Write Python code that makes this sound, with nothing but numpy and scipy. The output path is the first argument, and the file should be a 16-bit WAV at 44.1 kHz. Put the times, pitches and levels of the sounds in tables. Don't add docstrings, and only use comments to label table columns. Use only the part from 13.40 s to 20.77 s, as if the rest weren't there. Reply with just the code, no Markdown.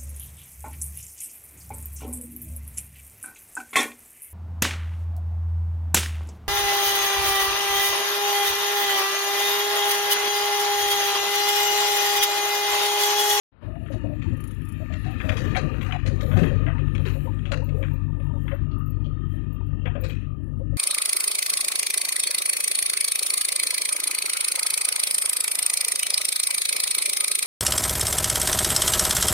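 import sys
import numpy as np
from scipy import signal
from scipy.fft import rfft, irfft, next_fast_len
from scipy.io import wavfile
from scipy.ndimage import uniform_filter1d

SR = 44100
rng = np.random.default_rng(int(sys.argv[2]) if len(sys.argv) > 2 else 0)


def transcribe(signal):
    frames = np.atleast_2d(signal).T
    limited = np.clip(frames, -1, 1)
    pcm = np.round(limited * 32767).astype(np.int16)
    wavfile.write(sys.argv[1], SR, pcm)


def volts_from_decibels(level):
    exponent = np.asarray(level, float) / 20
    return 10 ** exponent


N = 325017
T = np.arange(N) / SR

# (time [s], level [dB])
STRAIN = [(.4, -3), (.65, 3), (1.08, -3), (1.6, -2), (1.8, 6.5), (1.93, 19.5), (2.22, 19), (2.6, -0.5),
          (3.0, 23.5), (3.17, 16), (3.5, 5.5), (4.6, -1), (5.0, 2.5), (5.25, -1.5), (6.38, 1), (6.57, 9),
          (6.73, -5.5), (7.37, 0.5)]
# (frequency [Hz], density [dB per Hz])
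GRIT_SPECTRUM = [(2060, -31.5), (3500, -10.5), (3800, 7.5), (5160, -7), (5540, -7), (5900, -6),
                 (6460, -3.5), (8410, -14), (11000, -17), (14300, -45.5), (22000, -120)]


def unit(x):
    return x / np.sqrt(np.mean(x ** 2))


def curves(table):
    s, *columns = np.transpose(table)
    return [np.interp(T, s, c) for c in columns]


def colour(x, points):
    hz, db = np.transpose(points)
    size = next_fast_len(len(x))
    log_f = np.log(np.fft.rfftfreq(size, 1 / SR) + 1)
    gain_db = np.interp(log_f, np.log(hz), db, left=-90, right=-90)
    return unit(irfft(rfft(x, size) * volts_from_decibels(gain_db), size)[:len(x)])


def ring(x, hz, width_hz):
    return signal.lfilter(*signal.iirpeak(hz, hz / width_hz, fs=SR), x)


def ring_twice(x, hz, width_hz, second_width_hz=None):
    return ring(ring(x, hz, width_hz), hz, second_width_hz or width_hz)


def walk(rate_hz):
    k = int(SR / rate_hz)
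    steps = np.repeat(rng.standard_normal(N // k + 1), k)
    return 1.293 * uniform_filter1d(uniform_filter1d(steps, k), k)[:N]


def drift(x):
    return np.interp(T + np.cumsum(0.009 * walk(5)) / SR, T, x)


def grains(rate_hz, spread_db, tail_s):
    size = (rng.random(N) < rate_hz / SR) * volts_from_decibels(spread_db * rng.exponential(size=N))
    power = signal.lfilter([1], [1, -np.exp(-1 / (tail_s * SR))], size ** 2)
    return rng.standard_normal(N) * np.sqrt(power)


def swells(table, rise_s, t60_s):
    total = np.zeros(N)
    for s, hold_s, db in table:
        fade_db = 60 * np.clip(T - s - hold_s, 0, 9) / t60_s
        total += volts_from_decibels(db - fade_db) * np.clip((T - s) / rise_s + .5, 0, 1) ** 2
    return total


def add(out, s, sound):
    i = int(s * SR)
    out[i:i + len(sound)] += sound[:N - i]


def burst(carrier, s, db, t60_s, rise_s):
    part = carrier[int(s * SR):int((s + .5) * SR)]
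    t = T[:len(part)]
    return volts_from_decibels(db) * part * (1 - np.exp(-t / rise_s)) * volts_from_decibels(-60 * t / np.clip(t60_s, .02, .6))


def diesel():
    # (time [s], firing rate [Hz], exhaust level [dB])
    engine = [(.3, 50.2, -40.5), (1.0, 50.34, -40), (1.6, 50.27, -37), (2.0, 48.76, -39.5),
              (2.3, 47.8, -37), (3.0, 47.31, -29), (3.7, 47.5, -31.5), (5.2, 47.66, -32.5),
              (5.9, 48.12, -34.5), (6.75, 48.35, -33), (6.98, 48.77, -41), (7.15, 48.57, -36.5),
              (7.37, 48.3, -33)]
    firing_hz, exhaust_db = curves(engine)
    turns = np.cumsum(firing_hz * (1 + 0.01198 * walk(12))) / SR
    count = turns.astype(int)
    cylinder = np.arange(N // 100)
    strength_db = 2.5 * rng.standard_normal(N // 100) + (-1.) ** cylinder
    strength = volts_from_decibels(strength_db)[count]
    pipe = exhaust(np.diff(count, prepend=0) * strength)
    low = volts_from_decibels(exhaust_db + 3.5) * (unit(pipe) + tractor(pipe))
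    return low + block(turns, strength) + rumble() + pump(turns)


def exhaust(pulses):
    # (frequency [Hz], width [Hz], level [dB])
    pipe_modes = [(48.3, 12.2, -3.5), (97.4, 22, 1), (139.6, 20.2, -4), (248, 18, -21), (291, 65, -21.5)]
    out = np.zeros(N)
    for k, (hz, width_hz, db) in enumerate(pipe_modes):
        out -= (-1) ** k * volts_from_decibels(db) * ring_twice(pulses, hz, width_hz, 2 * width_hz) / np.sqrt(width_hz)
    return out


def block(turns, strength):
    # (frequency [Hz], width [Hz], level [dB])
    panels = [(918, 62, -8.5), (1216, 70, 2), (1336, 160, -15.5), (1786, 87, -4), (2483, 55, -15.5),
              (2770, 200, -9), (3118, 43, -14), (3626, 72, -22), (4337, 90, -31)]
    # (frequency [Hz], density [dB per Hz])
    casing = [(600, -20), (900, 0), (1500, -4), (2200, -9), (3300, -13), (4300, -27), (5500, -45)]
    puff = .4 + strength * np.exp(-(turns % 1) / .4)
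    knock = puff * rng.standard_normal(N)
    rattle = volts_from_decibels(-11) * colour(knock, casing)
    for hz, width_hz, db in panels:
        buzz = volts_from_decibels(3.2 * walk(16))
        rattle += volts_from_decibels(db) * buzz * drift(unit(ring_twice(knock, hz, width_hz, 2 * width_hz)))
    shield_db = 8.5 * np.clip(T - 6.24, 0, 9)
    rattle_db = -59 + 0.49 * curves(STRAIN)[0] - shield_db
    return volts_from_decibels(rattle_db - 1.5) * rattle


def rumble():
    # (frequency [Hz], density [dB per Hz])
    spectrum = [(4.7, -59.5), (8.0, -25.5), (21, -18), (25, -11), (37, -6.5), (97, 1), (177, -8),
                (303, -8.5), (386, -18.5), (500, -42.5), (650, -56.5), (1100, -120)]
    rumble_db = -41.5 + 0.33 * curves(STRAIN)[0]
    return volts_from_decibels(rumble_db + 4.5 + 2.0 * walk(30)) * colour(rng.standard_normal(N), spectrum)


def pump(turns):
    # (multiple of the firing rate [1], level [dB])
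    orders = [(5.15, -49.5), (6.0, -47.5), (1.38, -45)]
    return sum(volts_from_decibels(db + 2.2 * walk(5)) * np.sin(2 * np.pi * order * turns) for order, db in orders)


def soil():
    # (time [s], level [dB])
    drag = [(.4, -59), (.9, -53), (1.2, -56), (1.6, -48.5), (2.07, -39.5), (2.26, -47), (2.5, -50),
            (2.87, -50), (2.99, -40), (3.3, -54), (3.55, -53.5), (4.62, -58.5), (4.88, -93)]
    # (time [s], length [s], level [dB])
    slides = [
        (5.05, .18, -58),
        (5.93, 0.096, -60),
        (6.6, 0.23, -54.5),
    ]
    # (frequency [Hz], density [dB per Hz])
    scrape = [(590, -35.5), (1000, -31), (1170, -16.5), (1270, 0), (1520, -9), (1780, 7), (2160, -9),
              (2490, 3.5), (3500, -13), (3870, -14.5), (4800, -35.5), (6240, -64.5), (10600, -120)]
    flow = volts_from_decibels(curves(drag)[0]) + swells(slides, rise_s=0.044, t60_s=0.4)
    flow_db = 20 * np.log10(flow)
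    grit_db = -71 + 1.43 * (flow_db + 51)
    rush = volts_from_decibels(flow_db - 2.5) * colour(grains(1300, 1.7, 0.013), scrape)
    return rush + volts_from_decibels(grit_db) * colour(grains(900, 1.9, 0.0078), GRIT_SPECTRUM)


def stones():
    # (time [s], dull crack [dB], bright crack [dB], grit spray [dB])
    knocks = [(.46, -43, -53, -78), (.5192, -39.5, -53, -56), (.8185, -42, -43.5, -60),
              (1.525, -35, -39.5, -55), (1.6414, -36, -49, -60), (1.8008, -25, -39, -63),
              (1.89, -22.5, -29, -47), (1.9694, -29, -40, -44), (2.149, -21, -32.5, -57),
              (2.164, -27, -34, -42.5), (2.342, -31.5, -55, -66), (2.411, -34, -38.5, -56),
              (2.463, -29, -45, -55), (2.5227, -24.5, -32, -52), (2.6602, -31.5, -41, -44.5),
              (2.8075, -31.5, -41.5, -47), (2.9189, -25, -40, -75), (2.9682, -26, -42.5, -47.5),
              (3.0305, -23, -38, -61), (3.2635, -21, -35.5, -68), (3.55, -34, -40, -57.5),
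              (3.6524, -28, -42, -49.5), (4.0542, -39, -42, -61.5), (4.116, -24, -38, -44),
              (4.4264, -32.5, -40.5, -69), (5.0795, -31, -42, -87), (5.1153, -35.5, -52, -83),
              (6.4572, -25, -37.5, -71), (6.5526, -37, -48.5, -95), (6.636, -32.5, -42.5, -46.5)]
    # (time [s], bright crack [dB])
    pebbles = [
        (.2244, -55.5),
        (3.3833, -47),
        (3.6754, -41.5),
        (3.8582, -59),
        (4.289, -49),
        (4.797, -59),
        (5.306, -57),
        (6.696, -42),
        (7.3552, -66),
    ]
    # (time [s], level [dB], frequency [Hz])
    ram_taps = [
        (5.3065, -57, 4350),
        (5.3065, -56, 3250),
        (5.642, -49, 3100),
        (5.641, -58.5, 4080),
        (7.18, -72, 10660),
    ]
    # (time [s], level [dB])
    contacts = [(0.2257, -44), (0.3549, -42), (0.4616, -44), (0.519, -42), (0.8193, -38), (1.0019, -44),
                (1.0383, -42), (1.1082, -44), (1.2189, -46), (1.4599, -43), (1.5232, -36), (1.8909, -19),
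                (1.9164, -29), (2.1488, -23), (2.1643, -20), (2.3426, -36), (2.4102, -30), (2.4636, -29),
                (2.509, -26), (2.5229, -20), (2.6599, -35), (2.8068, -35), (2.9154, -30), (3.2418, -41),
                (3.2648, -31), (3.382, -36), (3.4808, -39), (3.5536, -36), (3.6529, -34), (3.6753, -30),
                (3.7581, -41), (3.8581, -45), (3.9911, -42), (4.0545, -37), (4.1178, -31), (4.2889, -42),
                (4.4276, -38), (5.0801, -34), (5.1153, -37), (6.4565, -29), (6.5538, -41)]
    # (frequency [Hz], density [dB per Hz])
    contact_spectrum = [(700, -24), (1300, 3), (3200, 1), (3700, -25), (6000, -45), (9000, -70)]
    dull_spectrum = [(600, -30.5), (1050, -5.5), (1900, -2.5), (2400, -32)]
    bright_spectrum = [(1600, -31.5), (2100, 2), (3400, -0.5), (3900, -26)]
    out = np.zeros(N)
    stone = grains(600, 2.6, 0.0025)
    white, spray = unit(stone), colour(stone, GRIT_SPECTRUM)
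    dull, bright = colour(stone, dull_spectrum), colour(stone, bright_spectrum)
    hits = knocks + [(s, db - 1, db, db - 21) for s, db in pebbles]
    spots = np.sin(np.arange(len(hits)) ** 2)
    t60_s = 0.29
    for (s, dull_db, bright_db, spray_db), spot in zip(hits, spots):
        strike = burst(white, s, bright_db + 6, 1.8 * t60_s, 0.0017)
        add(out, s, ring_twice(strike, 2590 + 160 * spot, 350))
        add(out, s, burst(dull, s, dull_db - 12.5, t60_s, 0.0036))
        add(out, s, burst(bright, s, bright_db - 3.5, 0.68 * t60_s, 0.00045))
        add(out, s, burst(spray, s, spray_db + 0.5, 1.04 * t60_s, 0.0011))
    contact = colour(rng.standard_normal(N), contact_spectrum)
    for s, db in contacts:
        add(out, s, burst(contact, s, db - 4, 0.026, 0.00035))
    for s, db, hz in ram_taps:
        add(out, s, ring_twice(burst(white, s, db + 12, 0.21, .001), hz, 600))
    return out


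def clods():
    # (time [s], level [dB], frequency [Hz], t60 [s])
    thuds = [(0.421, -22.5, 98, 0.16), (0.533, -22.5, 106.9, 0.21), (.635, -27, 295, 0.3),
             (.53, -27, 240, .15), (.558, -32, 350, .12), (.9, -29, 260, .15), (.94, -30, 300, .1),
             (1.645, -28, 200, .12), (2.73, -30, 340, .1), (3.065, -26, 360, .12), (0.869, -30, 330, 0.23),
             (3.018, -22, 275, 0.22), (2.72, -33, 400, .15), (3.415, -31, 372, 0.094),
             (3.66, -28.5, 383, 0.13), (1.855, -27.5, 266.5, .2), (0.779, -23.5, 121, 0.14),
             (0.859, -22, 80, 0.25), (0.917, -12.5, 102.7, 0.096), (1.52, -15, 84, 0.096),
             (1.655, -20.5, 135, 0.15), (1.839, -17, 88.5, 0.069), (1.894, -16.5, 96, 0.15),
             (2.24, -15, 148, 0.089), (2.676, -18, 104.6, 0.17), (2.849, -12, 87.5, 0.087),
             (2.94, -12.5, 102.5, 0.3), (2.969, -10, 160, 0.099), (3.014, -8.5, 166, 0.11),
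             (3.06, -12.5, 85, 0.082), (3.256, -14, 127, 0.11), (3.599, -22.5, 91, 0.14),
             (5.217, -12, 83.4, 0.061), (6.489, -25, 90, 0.12)]
    out, t = np.zeros(N), T[:SR // 2]
    for s, db, hz, t60_s in thuds:
        wave = np.sin(2 * np.pi * hz * t) + 0.27 * (hz < 200) * np.sin(2 * np.pi * 2.3 * hz * t)
        fade_db = 60 * t / np.clip(t60_s, .03, .5)
        add(out, s, volts_from_decibels(db + 2 - fade_db) * wave * (1 - np.exp(-t / 0.0059)))
    return out


def groans():
    # (time [s], level [dB], frequency [Hz], held [s])
    rings = [(.222, -47, 574, .03), (.268, -41.5, 615, 0.042), (.325, -44, 641, .03),
             (.352, -41.5, 699, 0.018), (.40, -48.5, 637, 0.066), (.5, -38, 553, 0.037),
             (.535, -39.5, 637, .03), (.638, -34, 548, .03), (.645, -39, 640, .02),
             (.696, -40.5, 605, 0.044), (1.4, -41, 612, .03), (1.5, -43.5, 631, 0.068),
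             (1.652, -41, 734, .09), (1.838, -36.5, 622, 0.035), (1.878, -31.5, 613, .05),
             (2.156, -26, 743, .018), (2.312, -39.5, 519, 0.021), (2.486, -44.5, 745, .02),
             (2.527, -28, 744, .032), (2.648, -34.5, 519, 0.032), (2.7, -37.5, 533, .02),
             (2.825, -35, 544, 0.034), (2.88, -36, 499, 0.018), (2.912, -35, 610, .02),
             (2.955, -34.5, 743, .04), (3.03, -31, 452, .02), (3.1, -34, 519, 0.046),
             (3.27, -34.5, 650, 0.028), (3.588, -41, 546, .02), (3.75, -39.5, 545, .03),
             (3.85, -38, 520, 0.029), (4.058, -47, 568, .02), (4.106, -31.5, 562, 0.033),
             (4.15, -35.5, 515, 0.057), (4.222, -43, 543, 0.0092), (4.27, -45, 567, 0.038),
             (4.318, -42.5, 514, 0.0091), (4.34, -36, 430, 0.022), (4.365, -37.5, 510, 0.021),
             (4.39, -37, 549, .05), (4.791, -45, 535, 0.021), (4.934, -44.5, 557, .03),
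             (5.112, -33.5, 551, .03), (5.658, -46, 570, .01), (6.451, -34, 509, 0.014),
             (6.465, -39, 730, 0.021), (6.551, -34.5, 575, 0.036), (6.624, -36.5, 506, .04),
             (6.68, -40.5, 485, .045), (7.196, -38, 525, .02), (7.32, -43, 540, .015),
             (3.652, -38, 440, .02), (.917, -46, 530, .02)]
    out, t = np.zeros(N), T[:SR // 2]
    noise = rng.standard_normal(N + SR)
    for (s, db, hz, held_s), bend in zip(rings, rng.random(len(rings))):
        tone = np.sin(2 * np.pi * hz * (t + (bend - .4) * t ** 2))
        rasp = unit(ring_twice(noise[int(s * SR):][:len(t)], hz, 140))
        fade_db = 60 * np.clip(t - held_s, 0, 1) / .085 + 70 * t
        add(out, s, volts_from_decibels(db + 2.5 - fade_db) * (.72 * tone + .4 * rasp) * (1 - np.exp(-t / .005)))
    return out


def loose_plates():
    # (frequency [Hz], width [Hz], level [dB])
    plate_modes = [(434, 90, 0.5), (523, 84, 3), (613.5, 49, -4.5), (752, 35, -9.5), (900, 200, -17.5)]
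    # (time [s], level [dB])
    clinks = [(.85, -45.5), (3.35, -35), (3.87, -34.5), (4.13, -42), (4.215, -39.5), (4.43, -52.5),
              (4.505, -43.5), (4.68, -44.5), (4.77, -50), (4.85, -42.5), (4.9, -44.5), (4.955, -43),
              (5.065, -46), (5.37, -49), (5.6, -54.5), (6.2, -46.5)]
    clatter = np.zeros(N)
    for hz, width_hz, db in plate_modes:
        clatter += volts_from_decibels(db) * unit(ring_twice(grains(30, 2.2, .015), hz, width_hz))
    out = volts_from_decibels(-61 + curves(STRAIN)[0] + 1.5) * unit(clatter)
    plate = unit(ring_twice(rng.standard_normal(N + SR), 924, 110))
    for s, db in clinks:
        add(out, s, burst(plate, s, db - 2.5, 0.13, .006))
    return out


def valve():
    # (time [s], length [s], hiss level [dB])
    strokes = [
        (1.05, 0.66, -82),
        (1.78, 0.33, -70.5),
        (2.2, 0.26, -78),
        (2.84, 0.22, -65.5),
        (3.62, 0.23, -71),
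        (4.33, .14, -70.5),
        (4.97, 0.12, -74.5),
        (5.85, 0.097, -80),
    ]
    # (frequency [Hz], density [dB per Hz])
    hiss = [(4120, -30.5), (7000, -4), (7740, -11.5), (8310, -8), (8970, -12.5), (10800, 0.5), (11300, -1),
            (12300, -4), (13300, 3.5), (14800, -4.5), (15600, -5)]
    # (frequency [Hz], width [Hz], level [dB])
    whistle = [(7260, 80, -83.5), (8110, 80, -84.5), (10900, 120, -78), (12200, 100, -93)]
    fading = np.interp(T, [4.4, 5.3], [1, .3])
    flow = swells(strokes, rise_s=0.12, t60_s=0.28) + volts_from_decibels(-86) * fading
    out = flow * volts_from_decibels(7.0 + 2 * walk(23)) * colour(rng.standard_normal(N), hiss)
    noise = rng.standard_normal(N)
    for hz, width_hz, db in whistle:
        out += fading * volts_from_decibels(db + 3.6 * walk(16)) * unit(ring_twice(noise, hz, width_hz))
    return out


def link_and_pins():
    # (centre [s], width [s], level [dB])
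    chatter = [
        (.53, 0.046, -58.5),
        (.8, 0.092, -67),
        (1.045, 0.065, -43),
        (1.3, 0.065, -46.5),
    ]
    # (time [s], level [dB], level near 10 kHz [dB], t60 [s])
    pins = [(0.4988, -64.5, -79, 0.13), (1.708, -56, -51, 0.15), (2.1604, -56, -42, 0.17),
            (2.421, -63.5, -49, 0.29), (2.811, -53, -62, 0.23), (4.2392, -52.5, -53.5, 0.16),
            (4.5351, -51.5, -74, 0.084), (4.8404, -65, -70, 0.11), (5.144, -57.5, -61, 0.1),
            (5.3826, -62.5, -57, 0.21), (5.4585, -54.5, -100, 0.14), (5.5027, -49, -88, 0.071),
            (6.128, -52, -62.5, 0.092), (6.263, -63, -62.5, 0.11), (6.4732, -63.5, -88, 0.11),
            (6.61, -41.5, -49.5, 0.087), (6.6822, -52, -66, 0.18)]
    out = np.zeros(N)
    noise = rng.standard_normal(N)
    link = unit(ring_twice(noise, 10600, 1500, 1800))
    pin = unit(ring_twice(noise, 14100, 500, 1000))
    spread = unit(ring(noise, 6850, 1100) + ring(noise, 14300, 1200))
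    for s in 1.0397 + .0353 * np.arange(-20, 9):
        db = max(top_db - 6 * ((s - centre_s) / width_s) ** 2 for centre_s, width_s, top_db in chatter)
        add(out, s, burst(link + .5 * spread, s, db - 0.5, 0.05, 0.0008))
    for s, db, low_db, t60_s in pins:
        add(out, s, burst(pin, s, db - 1.0, t60_s, .0008))
        add(out, s, burst(link, s, low_db - 5.0, 0.051, .0008))
    return out


def tractor(pipe):
    # (time [s], phase [cycles])
    beats = [
        (0, -22),
        (3.9, 0),
        (4.61, 4),
        (5.36, 8),
        (6.2, 12),
        (7.4, 18),
    ]
    order = ring_twice(pipe, 144, 12)
    third = np.angle(signal.hilbert(order, next_fast_len(N))[:N])
    return volts_from_decibels(-9 + 1.9 * walk(3)) * np.cos(third + 2 * np.pi * (curves(beats)[0] + .5))


def scene():
    machine = diesel() + soil() + stones() + clods() + groans() + loose_plates()
    near = volts_from_decibels(6.0) * (machine + valve() + link_and_pins())
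    return np.array([near, 0 * near])


def patchy_treble(x):
    depth_db, patchy_db, quiet_db = 22, 2.5, -108
    f, _, z = signal.stft(x, SR, nperseg=1024)
    field = rng.standard_normal(z.shape)
    field = uniform_filter1d(uniform_filter1d(field, size=4, axis=0), size=13, axis=1)
    field = field / field.std()
    power = uniform_filter1d(uniform_filter1d(np.abs(z) ** 2, size=9, axis=0), size=3, axis=1)
    faint = (quiet_db + 26 * (f[:, None] > 14200) - 10 * np.log10(power + 1e-20)) / 6
    treble = np.clip(np.log2(f / 1000 + 1e-9) / 3, 0, 1)[:, None]
    margin = field + 1.92 - 5 * 0.31 * treble - np.clip(faint, 0, 4)
    dropped = 1 / (1 + np.exp(np.clip(4 * margin, -30, 30)))
    gain_db = treble * (patchy_db * field - depth_db * dropped)
    return signal.istft(z * volts_from_decibels(gain_db), SR, nperseg=1024)[1][:N]


def band_limit(x):
    return signal.sosfilt(signal.butter(12, 15500, fs=SR, output="sos"), x)


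def record(dry):
    # (frequency [Hz], density [dB per Hz])
    settle = [(60, -4), (200, 5.5), (1200, -1.5), (4500, -23), (6000, -49)]
    opening = np.interp(T, [.118, .125, .21, .24, .4], [0, .03, .1, .6, 1])
    rustle = np.interp(T, [.118, .125, .21, .24, .36], [0.002, 0.3, 0.56, 2.5, 0])
    rustle = rustle * colour(rng.standard_normal(N), settle)
    left = patchy_treble(dry[0] * opening + volts_from_decibels(-51) * rustle)
    return band_limit(np.array([left, dry[1]]))


dry = scene()
out = record(dry)
transcribe(out)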